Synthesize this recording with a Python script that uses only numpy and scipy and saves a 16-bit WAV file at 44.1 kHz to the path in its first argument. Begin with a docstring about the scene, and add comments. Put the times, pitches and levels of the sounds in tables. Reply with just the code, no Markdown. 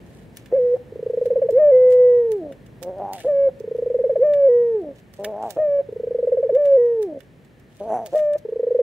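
"""A caged dove bows and coos close to the microphone in a quiet yard.
A full phrase is a low growl, a short coo, a trill that slows and swells, and a long falling coo.
The voice is a source and a filter: the inflated crop shapes the harmonics of the syrinx into coos,
and slow pulses ring the throat in growls. Claws excite the modes of the cane cage, feathers rustle
by friction, and nearby boards and walls return short echoes over a low outdoor rumble."""
import sys
import numpy as np
from scipy import signal
from scipy.fft import rfft, irfft, next_fast_len
from scipy.io import wavfile
from scipy.ndimage import uniform_filter1d, map_coordinates

SR = 44100
rng = np.random.default_rng(int(sys.argv[2]) if len(sys.argv) > 2 else 0)


def dump_mix(stems):
    """Bounce the given channels to the path in sys.argv[1] as a 16-bit WAV at rate SR."""
    frames = np.atleast_2d(stems).T  # one column per channel
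    limited = np.clip(frames, -1, 1)  # hard clip at full scale
    pcm = np.round(limited * 32767).astype(np.int16)
    wavfile.write(sys.argv[1], SR, pcm)


N = 388962
BAND_LIMIT_HZ = 15700


def amp(db):
    """Decibels to amplitude ratio."""
    return 10 ** (np.asarray(db) / 20)


def unit(x):
    """Normalisation to rms 1."""
    return x / np.sqrt(np.mean(x ** 2) + 1e-20)


def along(points, hz):
    """Interpolation of (frequency_hz, value) points on a logarithmic frequency axis."""
    f, v = np.transpose(points)
    return np.interp(np.log(hz + 1), np.log(f + 1), v)


def stretch(rows):
    """Linear interpolation of (time_s, values...) rows: the sample times, then each column."""
    s, *cols = np.transpose(rows)
    t = np.arange(round(s[0] * SR), round(s[-1] * SR)) / SR
    return [t] + [np.interp(t, s, c) for c in cols]


def progress(t, start, end):
    """Linear ramp from 0 at start to 1 at end."""
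    return np.clip((t - start) / (end - start), 0, 1)


def switch(t, at_s, width_s):
    """Sigmoid step from 0 to 1."""
    return (1 + np.tanh((t - at_s) / width_s)) / 2


def wobble(t, rate):
    """Smooth random modulation with rate knots a second."""
    return map_coordinates(rng.standard_normal(4096), [t * rate], mode="wrap")


def taper(x):
    """Raised-cosine ramp as x goes from 0 to 1."""
    return np.sin(np.pi / 2 * np.clip(x, 0, 1)) ** 2


def fade(t, rise_s, fall_s):
    """Amplitude envelope tapered at both ends."""
    return taper((t - t[0]) / rise_s) * taper((t[-1] - t) / fall_s)


def filtered(x, response):
    """Linear filtering: the spectrum of x times a frequency response."""
    n = x.shape[-1]
    padded = next_fast_len(n + 8192)
    return irfft(rfft(x, padded) * response(np.fft.rfftfreq(padded, 1 / SR)), padded)[..., :n]


def noise(spectrum, n):
    """Two uncorrelated channels of coloured noise, rms 1."""
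    return unit(filtered(rng.standard_normal((2, n)), lambda hz: amp(along(spectrum, hz))))


def add(track, start_s, sound):
    """Superposition of a sound on the track."""
    part = track[..., max(round(start_s * SR), 0):][..., :sound.shape[-1]]
    part += sound[..., :part.shape[-1]]


def off_axis(pair, crossfeed=.4):
    """Arrival-time difference: a sound off to one side is alike in both channels, later at the left."""
    left, right = (pair + crossfeed * pair[::-1]) / np.hypot(1, crossfeed)
    return np.array([np.roll(left, rng.integers(2, 9)), right])


# Left-right likeness of the background: frequency_hz, correlation
COHERENCE = [(50, .92), (200, 0.84), (600, 0.7), (1600, 0.13), (5000, 0.84), (15000, 0.36)]
def air(spectrum):
    """Partial coherence: mid and side noise mix to a stereo field of rms 1, nearly mono in the bass."""
    def weights(hz):
        angle = np.arccos(np.clip(along(COHERENCE, hz), -1, 1)) / 2
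        return np.array([np.cos(angle), np.sin(angle)])
    mid, side = filtered(noise(spectrum, N), weights)
    return unit(np.array([mid + side, mid - side]))


# Spectra of the outdoor rumble and hiss: frequency_hz, density_db
RUMBLE_SPECTRUM = [(20, -39), (38, -23), (52, -1.5), (75, -9), (110, -0.5), (210, -3.5), (290, -8),
                   (500, -11.5), (900, -23), (2000, -48)]
HISS_SPECTRUM = [(300, -11.5), (800, -4), (1450, -2.5), (1750, 3.5), (2050, -1), (3200, -7.5),
                 (5000, -16.5), (9000, -21), (15300, -26.5)]
def yard(rumble_db=-45, rumble_drift_db=-6.5, hiss_db=-60, hiss_drift_db=-2, whine_hz=4085, whine_db=-86):
    """Ambient noise floor: rumble and hiss slowly subside while a thin whine comes and goes."""
    t = np.arange(N) / SR
    elapsed = t / t[-1]
    rumble = air(RUMBLE_SPECTRUM) * amp(rumble_db + rumble_drift_db * elapsed + .55 * wobble(t, 3.8))
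    hiss = air(HISS_SPECTRUM) * amp(hiss_db + hiss_drift_db * elapsed + .31 * wobble(t, 1.1))
    whine = np.sin(2 * np.pi * whine_hz * t + 1.2 * wobble(t, 50))
    return rumble + hiss + whine * amp(whine_db + 4.5 * wobble(t, 1.7))


# Reverberation time around the cage: frequency_hz, t60_s
WALL_DECAY = [(200, 0.49), (600, 0.63), (2000, 0.48), (12000, 0.24)]
def walls(x):
    """Reverberation: diffuse reflections from the walls decay exponentially in each band."""
    hz, t, bands = signal.stft(rng.standard_normal((2, SR // 3)), SR, nperseg=256)
    decay = amp(-60 * t / along(WALL_DECAY, hz)[:, None])
    tail = signal.istft(bands * decay, SR, nperseg=256)[1]
    tail = tail + .4 * tail[::-1]
    return signal.fftconvolve(x, tail / np.linalg.norm(tail[0]), axes=1)[:, :N]


def boards(x, earliest_s=.002, spread_s=.011, count=8):
    """Early reflections: the cage floor and boards send different delayed copies to each channel."""
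    taps = np.zeros((2, SR // 10))
    for side in taps:
        delays = (SR * (earliest_s + spread_s * rng.random(count))).astype(int)
        np.add.at(side, delays, rng.choice([-1, 1], count) / np.sqrt(count))
    return signal.fftconvolve(x, taps, axes=1)[:, :N]


# Spectrum of rubbing feathers: frequency_hz, density_db
FEATHER_SPECTRUM = [(500, -19), (1500, -0.5), (3000, 3.5), (5000, -4), (9000, -3), (12000, -13),
                    (15300, -13.5)]
# Strokes of feathers or feet along the cage: peak_s, rise_s, fall_s, level_db
STROKES = [(0.15, 0.18, 0.089, -59.5), (0.379, .06, .12, -58), (1.26, .07, .06, -59.5),
           (1.925, .035, 0.044, -50), (3.165, .055, 0.16, -48), (4.99, .07, .03, -59.5),
           (5.161, 0.033, .12, -59), (5.48, .1, .14, -53.5), (6.66, .04, .12, -57.5), (7.03, .03, .06, -60),
           (7.8, .12, .3, -60), (8.175, .1, .1, -51)]
def rustles(grain_db=4, catch_db=3, edge_db=-14):
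    """Stick-slip friction: feathers catch and slip in uneven grains as each stroke swells and fades."""
    out = np.zeros((2, N))
    for peak, rise, fall, level_db in STROKES:
        t, swell_db = stretch([(peak - rise, edge_db), (peak, 0), (peak + fall, edge_db)])
        friction = noise(FEATHER_SPECTRUM, len(t))
        grains = unit(friction * amp(grain_db * wobble(t, 700) + catch_db * wobble(t, 73)))
        add(out, t[0], off_axis(grains) * amp(level_db + swell_db) * fade(t, .015, .014))
    return out * amp([[-1.5], [1.5]])


# Spectrum of a claw's contact: frequency_hz, density_db
CLAW_SPECTRUM = [(200, -14), (900, -7), (3000, -1), (6000, 0), (10000, -2), (12500, -5), (14500, -2)]
# Modes of the cane bars: frequency_hz, t60_s, level_db
CANE_MODES = [(1760, 0.038, 2), (2270, 0.069, -6), (2865, 0.046, -3.5), (3500, 0.027, -3)]
# Claws and beak striking the cage: time_s, level_db, relative_ring_db, left_minus_right_db
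IMPACTS = [(0.37, -24.5, -12.5, 2.5), (0.4594, -40, 0.5, -6), (1.258, -40.5, -5, -16),
           (1.5077, -34.5, -16.5, -2), (1.9224, -37, -3, -12.5), (2.3182, -33, -9, -18.5),
           (2.5235, -42, 2.5, -1), (2.663, -43, -4, -2), (2.8282, -27.5, -15.5, -16.5),
           (3.1335, -22, -15.5, -5.5), (3.1817, -39, 3.5, 2), (3.2029, -32.5, -0.5, 5.5),
           (3.5995, -46.5, -12, -19.5), (4.3361, -36.5, 3.5, -2), (5.1383, -37.5, -11, -8.5),
           (5.2452, -19.5, -1.5, -5), (5.5049, -21.5, -14, -8), (6.5499, -40.5, 1, 5),
           (6.6542, -40.5, 0, -14), (7.0278, -31.5, -10, -5.5), (7.205, -42, 2, -12.5),
           (7.7682, -42, -11, 2.5), (8.061, -23, -17, -3.5), (8.1554, -33, -6, 0), (8.1908, -36.5, 1, -3.5),
           (8.334, -36.5, -2.5, -3.5), (8.3823, -36, -15, 1)]
def ticks(snap_gain_db=-8.5, ring_gain_db=-8, lead_s=.01, crack_t60_s=.026, rattle_t60_s=.15, count=45):
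    """Impact excitation: a claw touches, cracks and rattles the bars, whose damped modes ring on."""
    out = np.zeros((2, N))
    t = np.arange(-round(lead_s * SR), SR // 6) / SR
    age = np.maximum(t, 0)
    struck = np.clip(t / .00009, 0, 1)
    touch = (t < 0) * amp(-20)
    envelope = touch + struck * (amp(-60 * age / crack_t60_s) + amp(-20 - 60 * age / rattle_t60_s))
    faint_impacts = [(when * N / SR, -57 + 8 * size, -6, -12 * side)
                     for when, size, side in rng.random((count, 3))]
    for time, level_db, ring_db, pan_db in list(IMPACTS) + faint_impacts:
        bright_db = .088 * max(level_db + 40.5, 0)  # harder blows are brighter
        spectrum = [(hz, db + bright_db * (hz / BAND_LIMIT_HZ) ** 2) for hz, db in CLAW_SPECTRUM]
        snap = noise(spectrum, len(t)) * envelope * amp(3 * wobble(t, 350))
        snap = off_axis(snap * np.linalg.norm(envelope) / np.linalg.norm(snap[0]))
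        cane = sum(amp(db - 60 * age / t60) * np.sin(2 * np.pi * hz * age + wobble(t, 550))
                   for hz, t60, db in CANE_MODES)
        hit = amp(snap_gain_db) * snap + amp(ring_gain_db + ring_db) * cane * struck
        pan = amp([[pan_db / 2], [-pan_db / 2]])
        add(out, time - lead_s, hit * amp(level_db) * fade(t, .0037, .017) * pan)
    return out


# Resonances of the beak's thin whistle: centre_hz, width_hz, level_db
BEAK_RESONANCES = [(6100, 400, 0.5), (7300, 260, -4), (10000, 700, -5)]
def beak(f):
    """Resonance: the beak's frequency response is a sum of narrow peaks."""
    return sum(amp(db) / (1 + (2 * (f - hz) / width) ** 2) for hz, width, db in BEAK_RESONANCES)


# Air hissing through with each pulse: frequency_hz, density_db
BREATH_SPECTRUM = [(600, -30.5), (1100, -1), (1500, 0.5), (2100, -8.5), (3500, -22.5), (7000, -46)]
def rasp(t, rate_hz, throat_hz, rough, whistle_db=-45, t60_s=.022, jitter=.07, breath_db=-24):
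    """Period doubling: syrinx pulses ring the throat; roughness weakens alternate ones and adds air."""
    cycles = np.cumsum(rate_hz * (1 + jitter * rough * wobble(t, 150))) / SR
    onsets = np.flatnonzero(np.diff(np.floor(cycles), prepend=-1))
    alternate = np.arange(len(onsets)) % 2
    strength = (1 - rough[onsets] * alternate) * amp(2.5 * rough[onsets] * wobble(t[onsets], 170))
    age = np.arange(SR // 30) / SR
    rings = strength[:, None] * np.sin(2 * np.pi * throat_hz[onsets, None] * age) * amp(-60 * age / t60_s)
    positions = onsets[:, None] + np.arange(len(age))
    pulses = np.bincount(positions.ravel(), rings.ravel())[:len(t)]  # overlapping rings add
    tissue = np.vstack([signal.butter(5, 915, fs=SR, output="sos"),
                        signal.butter(2, 245, "high", fs=SR, output="sos")])
    buzz = signal.sosfilt(tissue, pulses)
    buzz = buzz / np.sqrt(np.abs(uniform_filter1d(buzz ** 2, size=1100)) + 1e-9)  # even out the level
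    airflow = uniform_filter1d(np.abs(buzz), size=90)  # air passes with each pulse
    whistle = unit(filtered(rng.standard_normal(len(t)), beak)) * amp(whistle_db)
    breath = noise(BREATH_SPECTRUM, len(t))[0] * amp(breath_db)
    return buzz + (whistle + breath) * airflow * rough


# Hoarse catches at both ends of a short coo: start_s, level_db
VOICE_CATCHES = [(0.51, -29.5), (0.75, -35.5), (3.234, -29.5), (3.477, -33.5), (5.557, -25.5),
                 (5.796, -36.5), (8.12, -25.5), (8.348, -34.5)]
def catches(length_s=.029, rate_hz=(310, 368), throat_hz=(470, 700), rough=.86):
    """Onset and offset transients: a few quick, rising pulses as the voice takes hold or lets go."""
    out = np.zeros(N)
    for start, level_db in VOICE_CATCHES:
        t, rate, throat = stretch([(start, rate_hz[0], throat_hz[0]),
                                   (start + length_s, rate_hz[1], throat_hz[1])])
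        buzz = rasp(t, rate, throat, np.full(len(t), rough))
        add(out, start, buzz * amp(level_db) * fade(t, .013, .014))
    return out


# Low pulsed calls: start_s, climax_s, end_s, base_rate_hz, climax_throat_hz, opening_db, climax_db,
# relative_whistle_db
GROWL_CALLS = [(2.814, 3.094, 3.22, 183.8, 840, -32.5, -31.5, -44.5),
               (5.186, 5.431, 5.55, 204.3, 790, -30.5, -25.5, -46),
               (7.8, 7.964, 8.11, 217.5, 752, -28.5, -24.5, -33)]
def growls(rest_hz=545, throat_s=.1, climax_s=.04, quicken=.08, slacken=.2, fall_db=22, waver_db=2.5):
    """Formant glide: the throat resonance rises to a rough climax, then the pulses slacken and fade."""
    out = np.zeros(N)
    for start, climax, end, base_hz, top_hz, opening_db, climax_db, whistle_db in GROWL_CALLS:
        t, = stretch([(start,), (end,)])
        strain = np.exp(-((t - climax) / climax_s) ** 2)
        raised = np.exp(-((t - climax) / throat_s) ** 2)
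        spent = progress(t, climax, end) ** 2.2
        tension = 1 - .08 * np.exp((start - t) / .055) + .03 * wobble(t, 30)  # starts flat, wanders
        rate_hz = base_hz * tension * (1 + quicken * raised - slacken * spent)
        throat_hz = rest_hz + (top_hz - rest_hz) * raised
        buzz = rasp(t, rate_hz, throat_hz, rough=.31 + .48 * raised ** 2, whistle_db=whistle_db)
        db = opening_db + (climax_db - opening_db) * strain - fall_db * spent + waver_db * wobble(t, 25)
        add(out, start, buzz * amp(db) * fade(t, .008, .005))
    return out


# Source spectrum of the syrinx: harmonic_number, upper_register_db, lower_register_db
SYRINX_HARMONICS = [(1, 1.5, 0.5), (2, -16.5, -11.5), (3, -25.5, -25.5), (4, -37, -31.5), (5, -43, -48),
                    (6, -48, -44.5), (10, -50, -63.5)]
# Transmission of the inflated crop: frequency_hz, gain_db
CROP_RESPONSE = [(280, -20), (385, -6.5), (440, 4), (500, 3), (620, -3), (770, -20), (880, -14.5),
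                 (1020, -30.5), (1220, -21.5), (1500, -24.5), (1800, -11), (2050, -6.5), (2400, -11),
                 (4500, -29), (5700, -12), (6600, -26.5)]
def voice(pitch, lower=0, overtones_db=0):
    """Source and filter, rms 1: nearly a sine until the pitch sinks under the crop's resonance."""
    phase = 2 * np.pi * np.cumsum(pitch) / SR
    gains, waves = [], []
    for number, upper_db, lower_db in SYRINX_HARMONICS:
        k = round(number)
        source_db = upper_db + lower * (lower_db - upper_db) + overtones_db * (k > 1)
        gains.append(amp(source_db + along(CROP_RESPONSE, k * pitch)))
        waves.append(np.sin(k * phase))
    gains = np.array(gains)
    return np.sum(gains * waves, axis=0) / np.sqrt(np.sum(gains ** 2, axis=0) / 2)


def sung(t, pitch, db, lower=0, overtones_db=0, attack_s=.0066, release_s=.015):
    """Jitter and shimmer: a held note wavers slightly in pitch and level."""
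    note = voice(pitch * (1 + .002 * wobble(t, 70)), lower, overtones_db)
    return note * amp(db + .5 * wobble(t, 42)) * fade(t, attack_s, release_s)


def trill_beat(length_s, open_hz, sag_hz, overtones_db, closing_hz=510, release_s=.012, after_s=.013):
    """Valve action: the airway opens, the tone sags in pitch and level, then it shuts and rings on."""
    t = np.arange(round((length_s + after_s) * SR)) / SR
    lowest_s = min(.62 * length_s, .041)
    pitch = np.interp(t, [lowest_s / 3, lowest_s, length_s], [open_hz, sag_hz, closing_hz])
    db = wobble(t, 130) - .9 * t / length_s + .06 * (pitch - open_hz)
    gate = taper((length_s - t) / release_s) + amp(-22)  # a faint ring outlasts the closure
    return voice(pitch, overtones_db=overtones_db) * amp(db) * gate * fade(t, .006, after_s / 2)


# Trains of beats: start_s, beat_count, first_period_s, period_gain_s, first_open_fraction, final_level_db
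TRILL_CALLS = [(0.9205, 14, .0349, .0462, .3, -14.3), (3.6023, 14, .036, .0352, .4, -14.4),
               (5.8863, 15, .0364, .0361, .36, -14.4), (8.4487, 14, .0359, .0371, .46, -12.7)]
def trills(slowing=3.5, last_open=.83, shut_s=.0032, last_beat_s=.038, weak_db=12, reedy_db=7):
    """Pulse modulation: with effort the beats slow, lengthen, grow louder and purer and swing wider."""
    out = np.zeros(N)
    for start, beats, first_period, period_gain, first_open, level_db in TRILL_CALLS:
        for k, position in enumerate(np.linspace(0, 1, round(beats))):
            effort = position ** slowing
            weakness = (1 - position) ** 2.05
            period = first_period + period_gain * effort
            open_fraction = first_open + (last_open - first_open) * position
            length_s = period * open_fraction + shut_s if position < 1 else last_beat_s
            tension = 1 - .08 * np.exp(-k / 3.4)  # the first beats are flat
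            open_hz = tension * (498 + 80 * effort)
            sag_hz = tension * (472 - 38 * effort)
            beat = trill_beat(length_s, open_hz, sag_hz, reedy_db * weakness)
            add(out, start, beat * amp(level_db - weak_db * weakness + .7 * rng.standard_normal()))
            start += period
    return out


# Scooped notes: start_s, top_s, settled_s, end_s, start_hz, top_hz, settled_hz, closing_hz, flick_hz,
# opening_db, closing_db
SHORT_COO_CALLS = [(0.515, 0.559, 0.6, 0.764, 480, 569, 495.6, 482, 58, -16, -17),
                   (3.243, 3.283, 3.338, 3.497, 499, 608, 556.6, 553.3, -72, -17.5, -13.5),
                   (5.572, 5.602, 5.695, 5.818, 585, 628, 575, 559.5, -16, -18.5, -15.5),
                   (8.134, 8.158, 8.26, 8.374, 566, 621, 593, 584, 24, -17, -19)]
def short_coos(flick_s=.014, hoarse_db=5.5, hoarse_s=.034, push_db=3, push_s=.028):
    """Frequency glide: a hoarse start scoops up and settles; a last push flicks the pitch up or down."""
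    out = np.zeros(N)
    for (start, top, settled, end, start_hz, top_hz, settled_hz, closing_hz, flick_hz,
         opening_db, closing_db) in SHORT_COO_CALLS:
        t, db = stretch([(start, opening_db), (end, closing_db)])
        held = np.interp(t, [top, settled, end], [top_hz, settled_hz, closing_hz])
        scoop = (start_hz - top_hz) * (1 - progress(t, start, top) ** 2)
        flick = flick_hz * np.exp((t - end) / flick_s)
        push = np.exp((t - end) / push_s)
        hoarseness = np.exp((start - t) / hoarse_s) + push / 2
        db = db + push_db * push + hoarse_db * hoarseness * wobble(t, 220)
        add(out, start, sung(t, held + scoop + flick, db, attack_s=.49 * (top - start), release_s=.022))
    return out


# The lower register, loudest near the crop's resonance: pitch_hz, level_db
LOWER_REGISTER_LEVEL = [(260, -34.5), (345, -31.5), (388, -25.5), (430, -19.5), (459, -20), (484, -12.5),
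                        (508, -10.5)]
# Falling notes: start_s, flip_up_s, break_down_s, give_out_s, end_s, top_hz, break_hz, held_hz,
# after_flip_db, swell_exponent, sink_exponent (larger exponents act later)
LONG_COO_CALLS = [(1.522, 1.59, 1.715, 2.412, 2.552, 624, 566, 510, -14, .8, 6.3),
                  (4.188, 4.238, 4.485, 4.824, 4.945, 608, 540, 487, -15.5, 2.6, 5.2),
                  (6.521, 6.575, 6.773, 7.085, 7.205, 596, 535, 485, -18, .85, 3.7)]
def long_coos(lead_hz=(432, 565), lead_db=(-21, -7.5), full_db=-9, purer_db=6, sag=.17, out_hz=355,
              tail_hz=(318, 256), switch_s=.0047, give_out_s=.017, rough_depth=.43):
    """Register breaks: the voice flips up, swells, drops to a nasal register, sinks and ends rough."""
    out = np.zeros(N)
    for start, flip, down, gives_out, end, top_hz, break_hz, held_hz, flip_db, swell, sink in LONG_COO_CALLS:
        t, = stretch([(start,), (end,)])
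        flipped = switch(t, flip, switch_s)
        lower = switch(t, down, switch_s)
        spent = switch(t, gives_out, give_out_s)
        grown = progress(t, flip, down) ** swell
        upper_hz = (1 - flipped) * np.interp(t, [start, flip], lead_hz)
        upper_hz += flipped * np.interp(t, [flip, down], [top_hz, break_hz])
        upper_db = (1 - flipped) * np.interp(t, [start, flip], lead_db)
        upper_db += flipped * (flip_db + (full_db - flip_db) * grown)
        descent = progress(t, down, gives_out)
        sinking_hz = held_hz + (out_hz - held_hz) * (sag * descent + (1 - sag) * descent ** sink)
        lower_hz = (1 - spent) * sinking_hz + spent * np.interp(t, [gives_out, end], tail_hz)
        dips_db = 6 * np.sin(np.pi * flipped) ** 2 + 3 * np.sin(np.pi * lower)  # one dip at each break
        pitch = (1 - lower) * upper_hz + lower * lower_hz
        db = (1 - lower) * upper_db + lower * along(LOWER_REGISTER_LEVEL, lower_hz) - dips_db
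        note = sung(t, pitch, db, lower, overtones_db=-purer_db * grown * (1 - lower), release_s=.036)
        add(out, start, note * (1 + rough_depth * spent * wobble(t, 300)))
    return out


def scene():
    """Superposition: direct sound of dove and cage, their reflections, and the yard."""
    dove = (growls() + catches() + short_coos() + trills() + long_coos()) * amp([[-.1], [.1]])
    direct = dove + ticks() + rustles()
    reflections = amp(-21) * boards(direct) + amp(-25) * walls(direct)
    return direct + reflections + yard()


def record(dry):
    """Band limiting: an ideal low-pass filter follows a brief fade at each end."""
    return filtered(dry * fade(np.arange(N) / SR, .004, .004), lambda hz: hz < BAND_LIMIT_HZ)


dry = scene()
out = record(dry)
dump_mix(out)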